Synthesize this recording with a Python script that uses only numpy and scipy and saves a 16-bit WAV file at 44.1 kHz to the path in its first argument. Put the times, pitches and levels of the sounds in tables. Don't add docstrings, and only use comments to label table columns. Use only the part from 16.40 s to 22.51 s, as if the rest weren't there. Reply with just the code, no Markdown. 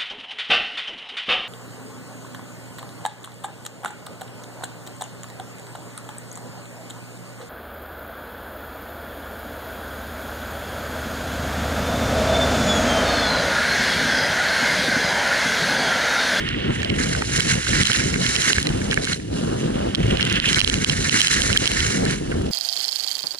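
import sys
import numpy as np
from scipy import signal
from scipy.fft import rfft, irfft
from scipy.io import wavfile
from scipy.ndimage import uniform_filter1d

SR = 44100
rng = np.random.default_rng(int(sys.argv[2]) if len(sys.argv) > 2 else 0)


def how_loud(loudness_db):
    steps = np.asarray(loudness_db, float) / 20
    return 10 ** steps


def store_wav(level_fs):
    pcm = np.round(np.clip(np.atleast_2d(level_fs), -1, 1) * 32767)
    wavfile.write(sys.argv[1], SR, pcm.T.astype(np.int16))


N = 269451
T = np.arange(N) / SR
HZ = np.fft.rfftfreq(N, 1 / SR) + 1e-3


def unit(x):
    return x / np.sqrt(np.mean(x ** 2))


def walk(rate_hz):
    hold = int(SR / rate_hz)
    steps = np.repeat(rng.standard_normal(N // hold + 1), hold)
    smooth = uniform_filter1d(uniform_filter1d(steps, hold), hold)
    return 0.7 * smooth[:N]


def curves(table):
    time_s, *columns = np.transpose(table)
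    return [np.interp(T, time_s, column) for column in columns]


def bumps(table):
    out = np.zeros((2, N))
    for middle_s, length_s, *change_db in table:
        slope_share = 0.58 if change_db[0] < 0 else 1
        near = slice(max(int((middle_s - length_s) * SR), 0), int((middle_s + length_s) * SR))
        height = 1 - 2 * np.abs(T[near] - middle_s) / length_s
        out[:, near] += np.outer(change_db, np.clip(height / slope_share, 0, 1))
    return out


def ring(x, modes):
    out = 0
    for k, (pitch_hz, width_hz, level_db) in enumerate(modes):
        resonance = signal.iirpeak(pitch_hz, pitch_hz / width_hz, SR)
        out = out + (-1) ** k * how_loud(level_db) * signal.lfilter(*resonance, x)
    return out


def grains(per_s, spread_db):
    arrival, sign, size = rng.random((3, N))
    clicks = (arrival < per_s / SR) * np.sign(sign - 0.5)
    return unit(clicks * how_loud(-spread_db * np.log(1.002 - size)))


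def add(out, start_s, near, far, level_db, pan_db, lag=7):
    i, struck = int(start_s * SR), int(pan_db < 0)
    out[struck, i:i + len(near)] += near * how_loud(level_db) / np.abs(near).max()
    far_level = how_loud(level_db - abs(pan_db))
    out[1 - struck, i + lag:i + lag + len(far)] += far * far_level / np.abs(far).max()


def rumble(deep_db, flutter_db, gap_db):
    # pitch_hz [Hz], level_db [dB per Hz]
    eddy_colour = [(20, -24), (45, -4), (80, -2.5), (140, 0.5), (250, -2.5), (400, -7), (700, -13.5),
                   (1100, -27), (1800, -27), (2400, -62.5), (3000, -34), (4000, -33.5), (11000, -49.5)]
    pitch_hz, level_db = np.transpose(eddy_colour)
    colour = how_loud(np.interp(np.log(HZ), np.log(pitch_hz), level_db))
    shared, left, right = rfft([grains(900, 1.97) for _ in range(3)]) * colour
    own = np.clip((HZ / 3200) ** 2 + 0.022, 0, 1)
    lag_s = np.array([[0], [0.00068]])
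    pair = np.sqrt(1 - own) * shared * np.exp(-2j * np.pi * HZ * lag_s)
    pair = pair + np.sqrt(own) * np.array([left, right])
    pair = pair / np.std(irfft(pair, N))
    throb_db = 1.6 * walk(24.82) + 2.0 * walk(60)
    out = 0
    for octave in range(9):
        place = np.clip(np.log2(HZ / 40), 0, 8) - octave
        band = irfft(pair * np.cos(np.pi / 2 * np.clip(place, -1, 1)) ** 2, N)
        gust_db = deep_db + 4.5 if octave < 2 else flutter_db + 5.0
        if octave < 6:
            gust_db = gust_db + 0.4 * max(octave - 3, 0) * (flutter_db + gap_db + 31)
        out = out + band * how_loud(gust_db + throb_db + 4.1 * walk(30))
    return out


def at_ports(shared, left, right):
    # pitch_hz [Hz], alike [0-1], left_lead [radians], left_minus_right_db [dB]
    port_hiss = [(1240, 1, 2.01, -1), (1920, 1, 1.23, -3.5), (3030, 1, 2, -6), (4020, 0.84, 1.26, -3.5),
                 (5200, 0.32, 2, -3), (6400, 0.55, 3, -3.5), (8700, 0.54, 2, -3), (8800, 0, 4.5, -2),
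                 (10500, 0.5, -7.5, -0.5)]
    pitch_hz, *columns = np.transpose(port_hiss)
    alike, lead, pan_db = (np.interp(HZ, pitch_hz, column) for column in columns)
    alike = np.clip(alike, 0, 1)
    turn = np.array([np.ones_like(lead), np.exp(-1j * lead)])
    both = np.sqrt(alike) * rfft(shared) * turn
    local = np.sqrt(1 - alike) * rfft([left, right])
    return irfft((both + local) * how_loud(np.array([pan_db, -pan_db]) / 2), N)


def snow(shell_db, port_db, spray_db):
    # pitch_hz [Hz], width_hz [Hz], level_db [dB]
    shell_modes = [(1550, 446, 4.5), (1897, 358, 6.5), (2197, 183, 5.5)]
    port_modes = [(2832, 590, 0)]
    spray_modes = [(4035, 470, -1.5), (5300, 820, -1), (6170, 1200, 1), (7180, 1530, -0.5),
                   (8490, 1830, -7), (11000, 880, -10)]
    patchy = how_loud(1.07 * walk(30) + 0.75 * walk(70) + 2.85 * walk(160))
    on_shell, on_port, on_grille = (
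        at_ports(*(grains(7000, 3.66) * patchy for _ in range(3))) for _ in range(3))
    shell = unit(ring(ring(on_shell, [(1670, 13000, 0)]), shell_modes))
    shell = shell * how_loud(shell_db + 1.5 + 2.0 * walk(50))
    port = unit(ring(ring(on_port, [(3100, 1500, 0)]), port_modes))
    port = port * how_loud(port_db - 0.42 + 1.8 * walk(50))
    low_spray = ring(on_grille, spray_modes[:2]) * how_loud(1.7 * walk(50))
    high_spray = ring(on_grille, spray_modes[2:]) * how_loud(1.7 * walk(45))
    spray = unit(low_spray + high_spray) * how_loud(spray_db + 3.0)
    lull_db = np.minimum(spray_db + 41.5, 0)
    far = signal.lfilter([1, -0.5], 1, rng.standard_normal((2, N))) * how_loud(lull_db - 38.0)
    return shell + port + spray * how_loud(0.1 * lull_db) + far


def pings():
    # start_s [s], level_db [peak dB]
    ping_list = [(1.081, -22), (1.2825, -17), (1.464, -11), (1.56, -13), (1.8143, -16), (2.1585, -16),
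                 (2.27, -15), (2.5107, -18), (2.6339, -21), (2.644, -22), (2.684, -23), (2.696, -22),
                 (2.7297, -14), (2.744, -19), (4.6164, -21), (4.7272, -15), (4.912, -16), (5.6517, -17)]
    out, t = np.zeros((2, N)), T[:700]
    sound = np.sin(2 * np.pi * 4110 * t) * (1 - np.exp(-t / 0.0006)) * np.exp(-t / 0.0019)
    for start_s, level_db in ping_list:
        add(out, start_s, sound, sound, level_db + 2.0, pan_db=-4.5)
    return out


def knocks():
    # start_s [s], level_db [peak dB], pitch_hz [Hz]
    knock_list = [(.145, -14, 2000), (0.431, -11, 1780), (.5005, -12, 2190), (0.586, -18, 1860),
                  (0.7498, -10, 1540), (.8207, -15, 910), (0.8207, -13, 1300), (0.821, -9, 1900),
                  (0.998, -10.5, 1600), (1.2692, -11.5, 1550), (1.499, -9, 1500), (1.5484, -6, 1900),
                  (1.74, -8.5, 2180), (1.759, -12, 1620), (2.103, -10, 1530), (2.165, -14, 1620),
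                  (2.1827, -3.5, 1690), (2.2692, -10.5, 2020), (2.4163, -16.5, 1740), (2.521, -11, 1800),
                  (2.529, -9, 1650), (2.5744, -3, 1720), (2.6727, -10, 1640), (3.7962, -10, 1730),
                  (4.0422, -9, 1810), (5.917, -18, 1600), (5.924, -18, 1490), (5.941, -27, 1150),
                  (5.953, -31, 950), (6.012, -29, 1500), (5.86, -32, 1600), (2.472, -30, 790),
                  (2.482, -31, 900), (2.2902, -19, 1850), (2.3252, -23, 2100), (2.4557, -24, 1500),
                  (2.7986, -25, 1870), (2.7262, -16, 1540), (.61, -14, 1730), (.9243, -20, 1650),
                  (1.068, -19, 1740), (1.3318, -8, 1780), (1.602, -9, 1830), (1.9987, -16, 1830),
                  (4.171, -11.5, 1530), (4.183, -10, 1610), (4.315, -14, 1820), (4.3352, -11, 1700),
                  (4.46, -18, 1650), (4.5316, -14, 1990), (4.6523, -11, 1850), (4.7267, -10, 2020),
                  (4.9092, -13, 1920), (5.3941, -12, 2000), (4.8692, -22, 2050), (5.101, -11, 1510),
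                  (5.1622, -5.5, 1720), (5.3702, -13.5, 1730), (5.662, -11, 1720)]
    out, t = np.zeros((2, N)), T[:900]
    for start_s, level_db, pitch_hz in knock_list:
        modes = np.sin(2 * np.pi * pitch_hz * t) + 0.62 * np.sin(2 * np.pi * (pitch_hz + 480) * t)
        modes = modes + 0.18 * np.sin(2 * np.pi * 2200 * t) * np.exp(-t / 0.0016)
        sound = modes * (1 - np.exp(-t / 0.00064)) * np.exp(-t * pitch_hz ** 0.5 / 0.078)
        add(out, start_s, sound, sound, level_db, pan_db=-6)
    return out


def ice():
    # start_s [s], level_db [peak dB], bright_db [dB], dip_db [dB]
    hard_grains = [(1.005, -4, -2, 7), (1.4337, -3, -1, 12), (1.5176, -1.5, -4, 9), (1.865, -4.5, -3, 7),
                   (2.1314, -1, -5.5, 12), (2.543, -5.5, 3, 8.5), (3.5491, -3, -3.5, 7), (3.555, -7, -6, 8),
                   (3.9263, -3.5, 5, 7.5), (4, -5.5, -14, 11.5), (4.1306, -2, -4, 8.5),
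                   (4.192, -2.5, -2, 6), (4.196, -5, 3, 15), (4.204, 2.5, -6, 14), (4.2147, -1.5, -8, 13.5),
                   (4.246, -1, -4, 15), (4.2987, -3, -1, 12), (4.341, -3, 3, 6.5), (4.4458, -1, -4.5, 19),
                   (4.4968, -3, -5, 7), (4.499, -5, -9, 6), (4.695, -2.5, -10, 9), (4.8058, 0, -2, 7),
                   (4.882, -3.5, -2, 10), (5.0191, -3, -3, 3), (5.129, -3.5, -7, 8), (5.1692, -6, -4, 7),
                   (5.1738, 9, 1, 11), (5.2695, -5, -2, 7), (5.2758, 2.5, -1, 9), (1.428, -10, -6, 5),
                   (3.934, -14, 4, 2), (4.123, -15, -1, 2), (5.135, -4, -10, 1), (5.281, -8, 3, 4),
                   (.497, -14, -14, 1), (2.733, -12, -9, 1), (4.0894, -6.5, -19, 0), (4.158, -12, -12, 1),
                   (4.386, -15, -6, 5), (2.2907, -14, -6, 0)]
    # start_s [s], level_db [peak dB], bright_db [dB], left_minus_right_db [dB]
    glancing_grains = [(0.089, -12, -18, -22), (0.419, -13, -28, -10), (.447, -9, -15, -9),
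                       (0.5007, -10, -18, -23), (1.1153, -6, -1, -13), (1.414, -5, -3, -8),
                       (1.454, -3, -5, 10), (1.471, -3, 2, -10), (1.532, -2.5, 0, -10),
                       (1.9547, -7, -10, -15), (1.9632, -5, -9, -9), (2.0195, -7.5, -9, -13),
                       (2.5125, -9, -16, -5), (3.7715, -9, -29, -19), (3.809, -8, -29, -12),
                       (3.818, -10, -26, -19), (3.828, -4, -10, 6), (3.8517, -6.5, 3, 11),
                       (3.899, -8.5, -12, -12), (3.958, -8.5, -20, -9), (4.1455, -2.5, -6, 5),
                       (4.186, -5.5, -12, -11), (4.276, -4.5, -6, -9), (4.816, 1, -3, -11),
                       (4.848, -3.5, 2, -12), (4.871, -0.5, -2, -8), (5.2568, -3, 0, -11),
                       (5.3167, -4, 0, 11), (5.4045, -5.5, -9, -17), (4.224, -8, -5, -10)]
    # start_s [s], level_db [peak dB]
    sparks = [(0.4312, -14), (0.736, -22), (0.8214, -12.5), (0.9775, -7), (1.572, -5), (1.68, -22),
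              (1.7428, -11), (2.1203, -15), (2.2012, -12), (2.2282, -6), (2.27, -5.5), (3.667, -19),
              (2.601, -25), (6.02, -20), (2.645, -10), (2.6517, -7), (2.669, -16), (4.0425, -28),
              (4.33, -14), (4.4762, -15), (4.801, -7), (4.889, -7), (5.5051, -10), (5.48, -9), (5.653, -10),
              (6.091, -22), (5.7097, -9.5), (5.744, -18)]
    hard = [(s, db, bright_db, -11, dip_db) for s, db, bright_db, dip_db in hard_grains]
    glancing = [(s, db, bright_db, pan_db, 7.5 + 0.77 * db) for s, db, bright_db, pan_db in glancing_grains]
    return hard + glancing + [(s, db, 9, -7, 2.5) for s, db in sparks]


def ticks():
    out, t = np.zeros((2, N)), T[:400]
    hits = ice()
    chance = rng.standard_normal((len(hits), len(t) + 1))
    crack_band = signal.butter(1, (3600, 11500), "band", fs=SR)
    cracks = signal.lfilter(*crack_band, chance)[:, 1:] * np.exp(-t / 0.00028)
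    for (start_s, level_db, bright_db, pan_db, dip_db), crack, c in zip(hits, cracks, chance):
        tones = np.sin(2 * np.pi * 3050 * (1 + 0.041 * c[0]) * t)
        tones = tones + 0.5 * np.sin(2 * np.pi * 4100 * t + c[2]) + 0.3 * np.sin(2 * np.pi * 5100 * t)
        cavity = tones * (1 - np.exp(-t / 0.00013)) * np.exp(-t / 0.00093)
        rim = np.sin(2 * np.pi * 6850 * (1 + 0.032 * c[1]) * t) * np.exp(-t / 0.00049)
        crack = (crack / np.abs(crack).max() + 0.32 * rim) * how_loud(bright_db - 2.5)
        hit_db = level_db + 2.5 + 0.54 * max(dip_db, 0)
        add(out, start_s, cavity + crack, cavity + 0.34 * crack, hit_db, pan_db)
    return out


def scene():
    # time_s [s], gust_db [dB], eddy size as deep_rumble_db [dB]
    wind = [(0, -29, 0), (.25, -29.5, -0.5), (.61, -27.5, 4), (.83, -29, -1), (1.16, -29.5, 4.5),
            (1.41, -30.5, 5), (1.82, -29, -0.5), (2.11, -30, -0.5), (2.35, -28, 1.5), (2.77, -30, -2.5),
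            (2.99, -28, 0), (3.47, -29, -0.5), (3.68, -25.5, 5.5), (3.96, -29.5, -0.5), (4.54, -27, 1.5),
            (5.05, -31, 6), (5.62, -26.5, -0.5), (6.11, -31, 3.5)]
    # middle_s [s], length_s [s], gust_change_db [dB], deep_change_db [dB]
    eddies = [(.08, 0.17, -4, 3), (.46, 0.051, -2.5, 2.5), (.54, 0.23, -2.5, 1.5), (.86, 0.059, -8, 10),
              (1.72, 0.28, 1, 0), (3.38, 0.41, 2.5, 2.5), (4.77, 0.058, 0.5, -5), (5.17, 0.26, 2, 1),
              (1.24, 0.1, -11, 1), (1.48, 0.051, -6.5, 0), (1.535, 0.055, -7, -6), (1.89, 0.14, -4, 7),
              (2.04, 0.067, -6.5, 5), (2.11, 0.1, -0.5, -4), (2.18, 0.065, -4.5, 8), (2.26, 0.11, 1.5, -12),
              (2.84, 0.23, -6.5, 4), (3.56, 0.22, -1, -3), (3.65, 0.14, -3.5, 3), (4.02, 0.083, -5.5, 3),
              (4.25, 0.24, -2, 9), (4.58, 0.067, -4.5, 2.5), (4.7, 0.13, -5, -0.5), (4.87, 0.25, -8, -1),
              (5.0, 0.048, 5, 8), (5.28, .06, -1, -10), (5.41, 0.09, -5, 9.5), (5.48, 0.089, 0, 11.5),
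              (5.55, 0.077, -1.5, -8), (.49, 0.047, -4.5, -2), (3.4, 0.11, 0.5, 2), (5.22, .07, 5, -6),
              (1.68, 0.071, 2, -6), (5.82, 0.2, -4, 2.5), (.3, 0.13, 3, -2), (.7, .1, 0.5, -3),
              (1.03, .1, -2.5, 2.5), (1.33, 0.09, 1.5, 1.5), (1.62, 0.061, 0.5, -3), (1.97, .08, 1.5, 1),
              (2.42, 0.13, 0.5, -1), (2.66, 0.08, -2.5, 1), (3.08, .15, 1, -5), (3.22, .1, -1.5, -6),
              (3.85, .1, -1, -1), (4.14, 0.056, -3, -1), (4.425, .05, -4, 2), (4.64, 0.064, -2.5, 3),
              (5.7, .08, -1.5, -3), (6.0, 0.082, 1.5, 0)]
    # time_s [s], load_db [dB], fineness_db [dB]
    snowfall = [(0, -34.5, -15), (.28, -36.5, -35), (.33, -35, -11), (.53, -35, -15), (.59, -33.5, -2.5),
                (.87, -37, 2), (1.19, -37.5, 1), (1.72, -29, 0), (2.12, -25, 0.5), (2.27, -40.5, -0.5),
                (2.48, -43.5, 3.5), (2.7, -34.5, -1), (2.99, -47, 4), (3.58, -42.5, -6.5),
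                (4.0, -33.5, -14), (4.15, -29.5, 0.5), (5.5, -29, 0.5), (6.11, -53, 2.5)]
    # middle_s [s], length_s [s], strength_db [dB], aim_at_port_db [dB]
    puffs = [(.09, 0.1, 3, 1.5), (.62, 0.093, 9.5, -3), (.73, 0.075, 5.5, 1.5), (.98, .18, 15, 0),
             (1.11, 0.13, 16.5, 1.5), (1.41, 0.52, 11.5, 0.5), (1.76, 0.14, -5.5, -4),
             (2.03, 0.32, 1.5, 1.5), (2.53, 0.068, 7, 3.5), (2.72, 0.088, 9.5, -3.5),
             (2.845, 0.24, -12, -4), (3.7, 0.36, 5.5, 2), (3.81, 0.053, 7.5, 6), (3.92, 0.25, 7, 8.5),
             (4.08, 0.18, 5.5, 9.5), (4.17, 0.14, 9.5, -12), (4.33, .06, 2, -4), (4.38, 0.073, -5.5, -4),
             (4.57, 0.12, -3.5, -2.5), (4.66, 0.038, 8.5, -10), (4.76, 0.13, 6, -1), (4.81, 0.27, 2.5, 5.5),
             (4.93, 0.22, 4.5, 2), (5.26, 0.045, 0, 6), (5.42, 0.21, 4.5, -3), (5.6, 0.14, -2.5, -7),
             (5.71, 0.12, 7.5, -4), (5.84, 0.16, -6, -3.5), (5.945, 0.055, 0, -6), (4.078, 0.028, -2.5, -4),
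             (4.75, .035, -2, -1), (4.728, .025, 3, -1), (1.558, .025, -3, -2), (4.975, .07, 2, -0.5),
             (4.83, 0.026, 3, 1), (1.257, 0.023, -3, -1), (1.54, .02, -2.5, 6), (3.885, 0.018, -1, -2),
             (.575, 0.022, -2, -4), (1.747, 0.022, 0, -1), (4.03, .04, -4, 1), (1.5, 0.046, -1, 2),
             (1.55, 0.028, 3.5, -1), (4.15, 0.027, -7, 3), (4.42, 0.037, -4, -2), (2.61, 0.045, -0.5, -6),
             (2.3, 0.13, 0, -2), (3.88, 0.036, 1, -1), (3.97, .05, 3, 5), (5.22, .06, -1.5, 1.5),
             (5.08, 0.091, 2, -0.5), (3.2, .3, 0.5, -2)]
    gust, size = curves(wind)
    slack, deep = bumps(eddies)
    load, fine = curves(snowfall)
    puff, aim = bumps(puffs)
    flutter_db = gust + slack
    gap_db = 0.65 * np.minimum(puff, 0)
    port_db = -34 + 0.59 * (load + puff + 35) - 0.079 * fine + aim
    spray_db = load + fine + 0.79 * puff + 0.39 * aim
    background = rumble(flutter_db + size + deep, flutter_db, gap_db) + snow(load + puff, port_db, spray_db)
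    return background + pings() + knocks() + ticks()


def gain_dips():
    ahead_s, attack_s, hold_s, release_s = 0.0034, 0.0077, 0.0089, 0.012
    dips_db = np.zeros(N)
    for start_s, *_, depth_db in ice():
        near = slice(int((start_s - ahead_s) * SR), int((start_s + 0.15) * SR))
        t = T[near] - start_s + ahead_s
        shape = np.clip(t / attack_s, 0, 1) * np.exp(-np.clip(t - hold_s, 0, None) / release_s)
        dips_db[near] = np.maximum(dips_db[near], max(depth_db, 0) * shape)
    return dips_db


def low_pass(x):
    return signal.sosfilt(signal.butter(12, 12300, fs=SR, output="sos"), x)


def record(dry):
    top_hz, tick_top_hz = 10980, 12500
    wave = rfft(np.clip(dry * how_loud(-gain_dips()), -1, 1))
    body = irfft(wave * how_loud(-np.clip((HZ - top_hz) / 2.5, 0, 100)), N)
    top_band = np.clip((HZ - top_hz) / 200, 0, 1) * np.clip((tick_top_hz - HZ) / 600, 0, 1)
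    top = irfft(wave * top_band, N)
    sharp = uniform_filter1d(top ** 2, size=300) / uniform_filter1d(top ** 2 + 1e-12, size=6000)
    leak = how_loud(-15) * top * sharp ** 6 / (sharp ** 6 + 1500)
    mix = np.clip(body + leak, -1, 1)
    return low_pass(mix)


dry = scene()
out = record(dry)
store_wav(out)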